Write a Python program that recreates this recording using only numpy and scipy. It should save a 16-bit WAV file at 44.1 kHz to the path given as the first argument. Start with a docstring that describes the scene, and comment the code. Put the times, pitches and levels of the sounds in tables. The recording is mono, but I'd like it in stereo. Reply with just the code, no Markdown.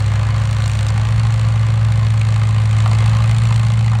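"""A deep, throbbing exhaust boom: an old four-cylinder tractor drags a weight sled up a dirt track.
Its straight stack booms at twice the firing rate; each firing spits gritty gas and rings the pipe,
and a few bark harder. Behind it a second engine hums at a near-steady speed, over a wide bed of
machinery clatter and scraping dirt. A short, dull echo sets it all in the open air."""
import sys
import numpy as np
from scipy import signal
from scipy.fft import rfft, irfft
from scipy.io import wavfile
from scipy.ndimage import uniform_filter1d

SR = 44100
rng = np.random.default_rng(int(sys.argv[2]) if len(sys.argv) > 2 else 0)


def output_pcm(signal):
    """Save a mono or channel-first signal as 16-bit PCM at the path in sys.argv[1].

    Samples are clipped to [-1, 1] before scaling.
    """
    pcm = np.clip(np.atleast_2d(signal).T, -1, 1) * 32767
    wavfile.write(sys.argv[1], SR, np.round(pcm).astype(np.int16))


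N = 176400
T = np.arange(N) / SR

# tractor's firing rate: t/s, f/Hz
FIRING_RATE = [(0.0, 52.04), (0.35, 53.97), (0.6, 53.72), (0.85, 53.03), (1.2, 55.62), (1.5, 55.25),
               (1.9, 54.93), (2.3, 54.36), (2.8, 54.11), (3.1, 55.24), (3.45, 56.5), (3.75, 56.2),
               (4.0, 55.95)]
# faders that follow the tractor's strain: t/s, boom level/dB, ring level/dB, gas level/dB
STRAIN = [(0, -15, -38, -38), (.3, -15.5, -34, -42), (.72, -16, -39.5, -33), (1.0, -15.5, -32, -39.5),
          (1.22, -13.5, -34.5, -38), (1.7, -13.5, -36.5, -41.5), (2.15, -13.3, -35.5, -39.5),
          (2.65, -13.1, -35, -38), (2.95, -12, -32.5, -35), (3.25, -12, -32.5, -37), (3.6, -12.9, -36, -35),
          (4, -13.5, -35.5, -41.5)]
# partials of the stack's boom: multiple of the four-firing cycle, relative level/dB
BOOM_PARTIALS = [(5, -30.5), (6, -33), (7, -32.5), (8, 0), (9, -34.5), (10, -29), (11, -39.5), (12, -21),
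                 (13, -37.5), (14, -44.5), (16, -30.5), (18, -44.5), (20, -46.5), (26, -50), (28, -49)]
# thud at the firing rate, drawn to swell as the engine picks up speed: t/s, level/dB
THUD_LEVEL = [(0, -53), (.35, -36), (.65, -43), (1.15, -32), (1.7, -40), (2.3, -38), (2.6, -41),
              (3.05, -32.5), (3.4, -28), (3.6, -36), (3.8, -32), (4, -44)]
# accent of each cylinder, in firing order: relative level/dB
CYLINDER_ACCENTS = [4.5, -1.3, 2.7, 3]
# pipe resonances: f/Hz, width/Hz, relative level/dB at the start, relative level/dB at the end
PIPE_MODES = [(545, 40, -3.5, -6.5), (622, 57, -8, -4), (827, 67, -1.5, 5), (1064, 69, 1.5, 3.5),
              (1152, 55, 4, -0.5), (1440, 120, -3.5, -18.5), (1675, 53, -5, -10), (1876, 100, -5.5, -11),
              (2087, 71, -5.5, 1), (2498, 130, -13.5, -1.5), (2925, 78, -11.5, -9), (4330, 220, -9.5, -12)]
# EQ of the gas bursts: f/Hz, relative level/dB
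GAS_EQ = [(300, -12.5), (700, -1.5), (1500, -2), (2600, 0), (3400, -1), (4250, 2.5), (5050, -10),
          (5800, -4), (6450, -9), (7100, -2), (7950, -7.5), (8750, -2.5), (9600, -13.5), (10700, -12),
          (12000, -23), (12700, -29.5), (13400, -23), (15800, -25.5)]
# hard firings: t/s, level/dB, centre f/Hz, width/Hz
HARD_FIRINGS = [(.886, -28, 5100, 2000), (.998, -28.5, 854, 400), (2.213, -26.5, 2427, 451.3),
                (2.419, -27, 1134, 395.8), (2.861, -19.5, 943.5, 592), (2.915, -24.5, 820, 250),
                (3.026, -27.5, 814.2, 298.7), (3.508, -22, 1063, 394.7), (3.579, -37, 1721, 1499),
                (3.879, -28, 2100, 500), (3.933, -23.5, 1060, 447)]
# second engine's firing rate: t/s, f/Hz
HUM_RATE = [(0, 66.8), (.25, 66.7), (.45, 68), (.8, 67.2), (1.5, 66.4), (3, 67.7), (4, 67.2)]
# its harmonics: multiple of the firing rate, level/dB at the start, level/dB at the end
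HUM_PARTIALS = [(1, -25, -28.5), (2, -27.5, -31), (3, -46, -35.5), (4, -60, -57), (5, -52.5, -66),
                (8, -45.5, -54)]
# EQ of the machinery and scraping dirt: f/Hz, relative level/dB
CLATTER_EQ = [(25, -2), (40, 8), (90, 7.5), (180, 10.5), (250, 0.5), (330, -6), (430, -3.5), (550, 1.5),
              (950, 1), (1700, 0), (2600, -4.5), (4200, -12), (5200, -20), (7300, -17.5), (8800, -25.5),
              (10500, -29), (15500, -45.5)]
# clatter fader: t/s, level/dB
CLATTER_FADER = [(0, -31), (1.1, -32), (1.9, -33.5), (2.6, -33), (3.1, -31), (4, -35)]
# stereo width of the clatter: f/Hz, side level/dB relative to mid
CLATTER_SIDE_EQ = [(40, -13.5), (130, -3), (300, -1), (700, -3.5), (1500, -5.5), (2200, -12.5),
                   (4500, -7.5), (9000, -12), (14000, -3.5)]
# phase lead of the left channel over the right: f/Hz, lead/rad
LEFT_LEAD = [(0, 0), (400, .15), (780, -.15), (1200, 0), (1460, -.6), (2070, -.3), (3270, -.6), (5000, -.2),
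             (6800, 0), (7700, -.6), (8350, -.75), (8900, 0), (9300, 1.2), (10500, 3.1), (11400, 4.5),
             (12000, 6.1), (12700, 6.4), (13900, 9.4), (15300, 12.5)]

START_PHASE, BURST_PHASE = .2, .46  # fractions of one firing period
BOOM_SCATTER_DB, BURST_SCATTER_DB, RING_SCATTER_DB, JITTER_S = .6058, 1.15, 1.4, .00016
GAS_RISE_S, GAS_FALL_S, AFTERPUFF_DB, GRIT_DB = .0019, .002, -11, 3
RING_RISE_S, RING_FALL_S, KNOCK_GAIN, PIPE_TOP_HZ = .002, .004, .36, 4700
BARK_RISE_S, BARK_FALL_S = .00057, .0043
ECHO_DB, ECHO_RISE_S, ECHO_T60_S, ECHO_DAMP_HZ = -4, .004795, .4, 1660
BASS_PAN_DB = -1.1434  # left minus right
CLATTER_LOW_CUT_HZ, TOP_HZ = 34, 15800


def stack_boom(firings, wobble):
    """The stack's low note over a thud at the firing rate; unequal cylinders add weak partials."""
    cycles = firings / len(CYLINDER_ACCENTS)
    note = sum(undb(db) * np.cos(2 * np.pi * round(k) * cycles) for k, db in BOOM_PARTIALS)
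    thud = undb(curve(THUD_LEVEL)) * np.sin(2 * np.pi * firings)
    uneven = undb(BOOM_SCATTER_DB * np.interp(firings, np.arange(len(wobble)), wobble))
    return np.sqrt(2) * (note * undb(curve(STRAIN, column=1)) + thud) * uneven


def exhaust(firings, jitter, burst_scatter, ring_scatter):
    """Each firing spits gas and rings the pipe, with a faint puff of gas between firings."""
    index, rate = firings.astype(int), curve(FIRING_RATE)
    age = (firings - index - BURST_PHASE) / rate + JITTER_S * jitter[index]
    accent_db = np.array(CYLINDER_ACCENTS)[index % len(CYLINDER_ACCENTS)]
    force = undb(accent_db + BURST_SCATTER_DB * burst_scatter[index])
    afterpuff_age = ((firings - BURST_PHASE) % 1 - .5) / rate
    afterpuff = undb(AFTERPUFF_DB) * puff(afterpuff_age, GAS_RISE_S, GAS_FALL_S)
    gas = gas_spit(force * puff(age, GAS_RISE_S, GAS_FALL_S) + afterpuff)
    ring = pipe_ring(age, force * undb(RING_SCATTER_DB * ring_scatter[index]))
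    return ring * undb(curve(STRAIN, column=2)) + gas * undb(curve(STRAIN, column=3))


def gas_spit(envelope):
    """Gas leaves the stack as bursts of hiss, roughened by a fast flutter in level."""
    hiss = envelope * rng.standard_normal(N)
    return unit(eq(hiss * undb(GRIT_DB * wander(1500)), GAS_EQ))


def pipe_ring(age, force):
    """A sharp knock and a puff of noise from each firing excite the pipe's resonances."""
    knock = np.diff((age > 0) * 1., prepend=0).clip(0)
    rush = puff(age, RING_RISE_S, RING_FALL_S) * rng.standard_normal(N)
    push = force * (KNOCK_GAIN * unit(knock) + unit(rush))
    ring = sum(resonate(push, hz, width) * undb(np.linspace(start_db, end_db, N))
               for hz, width, start_db, end_db in PIPE_MODES)
    return cut(unit(ring), PIPE_TOP_HZ, "low")


def barks():
    """Single firings crack out harder than the rest, each a snap of band-passed noise."""
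    out = np.zeros(N)
    for at, db, hz, width in HARD_FIRINGS:
        envelope = puff(T - at, BARK_RISE_S, BARK_FALL_S)
        snap = envelope * rng.standard_normal(N)
        bark = resonate(resonate(snap, hz, width), hz, 2 * width)
        out += undb(db) * bark * np.sqrt(np.sum(envelope ** 2) / np.sum(bark ** 2))
    return out


def second_engine():
    """A governed engine further back, of which only the low hum carries."""
    firings = np.cumsum(curve(HUM_RATE) * (1 + .0027 * wander(4.7))) / SR
    hum = np.zeros(N)
    for k, start_db, end_db in HUM_PARTIALS:
        gain = undb(np.linspace(start_db, end_db, N) + .7 * wander(6.65))
        hum += np.sqrt(2) * gain * np.cos(2 * np.pi * round(k) * firings)
    return hum


def clatter():
    """Gears, tyres and the sled pan in the dirt: a wide, finely grained rush."""
    grain = undb(1.18 * wander(250) + .27 * wander(14))
    rushes = (eq(grain * rng.standard_normal(N), CLATTER_EQ) for _ in range(2))
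    mid, side = (unit(cut(rush, CLATTER_LOW_CUT_HZ, "high", order=8)) for rush in rushes)
    width = np.array([[1], [-1]]) * eq(side, CLATTER_SIDE_EQ)
    return (phase_spread(mid) + width) * undb(curve(CLATTER_FADER))


def echo(x):
    """Dull scatter from the sled, the bank and the trees, different at each ear."""
    t = T[:SR // 2]
    envelope = undb(-60 * t / ECHO_T60_S) * (1 - np.exp(-t / ECHO_RISE_S))
    tails = rng.standard_normal((2, len(t))) * envelope
    send = undb(ECHO_DB) * cut(x, ECHO_DAMP_HZ, "low", order=3)
    return np.array([signal.fftconvolve(send, tail / np.linalg.norm(tail))[:N] for tail in tails])


def phase_spread(x):
    """Mono to stereo, as at two microphone ports: the phase difference grows in the treble."""
    hz, lead = np.array(LEFT_LEAD).T
    half_lead = np.interp(np.fft.rfftfreq(2 * N, 1 / SR), hz, lead) / 2
    spectrum = rfft(np.r_[x, x[::-1]])
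    return irfft(spectrum * np.exp(1j * np.array([half_lead, -half_lead])))[:, :N]


def undb(db):
    """Decibels to gain."""
    return 10 ** (np.asarray(db) / 20)


def unit(x):
    """Scale to rms 1."""
    return x / np.sqrt(np.mean(x ** 2))


def curve(table, column=1):
    """Automation lane: one column of a time table, joined by straight lines."""
    table = np.array(table)
    return np.interp(T, table[:, 0], table[:, column])


def wander(rate_hz):
    """Smooth random modulation with rms 1."""
    hold = int(SR / rate_hz)
    steps = np.repeat(rng.standard_normal(N // hold + 1), hold)
    return unit(uniform_filter1d(uniform_filter1d(steps, hold), hold)[:N])


def puff(age, rise_s, fall_s):
    """A rounded swell and fall that peaks at age 0."""
    return np.exp(-.5 * (age / np.where(age < 0, rise_s, fall_s)) ** 2)


def eq(x, points):
    """Minimum-phase EQ through points of f/Hz, level/dB."""
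    hz, db = np.array(points).T
    size = 2 * N
    f = np.maximum(np.fft.rfftfreq(size, 1 / SR), 1)
    gain = undb(np.interp(np.log(f), np.log(hz), db))
    cepstrum = irfft(np.log(gain))
    cepstrum[1:N] *= 2  # folded forward, so nothing rings ahead of a hit
    cepstrum[N + 1:] = 0
    return irfft(rfft(x, size) * np.exp(rfft(cepstrum)))[:N]


def resonate(x, hz, width_hz):
    """Two-pole resonance, gain 1 at the centre."""
    return signal.lfilter(*signal.iirpeak(hz, hz / width_hz, fs=SR), x)


def cut(x, hz, kind, order=4):
    """Low-pass or high-pass."""
    return signal.sosfilt(signal.butter(order, hz, kind, fs=SR, output="sos"), x)


def scene():
    """Tractor and second engine ahead, clatter and echo all around."""
    firings = START_PHASE + np.cumsum(curve(FIRING_RATE)) / SR  # running count
    jitter, burst_scatter, ring_scatter, wobble = rng.standard_normal((256, 4)).T  # one per firing
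    stack = exhaust(firings, jitter, burst_scatter, ring_scatter) + barks()
    pan = undb(np.array([[BASS_PAN_DB], [-BASS_PAN_DB]]) / 2)
    bass = (stack_boom(firings, wobble) + second_engine()) * pan
    return bass + phase_spread(stack) + echo(stack) + clatter()


def record(dry):
    """A steep low-pass takes the very top off the mix."""
    return signal.sosfilt(signal.ellip(10, .2, 80, TOP_HZ, fs=SR, output="sos"), dry)


dry = scene()
out = record(dry)
output_pcm(out)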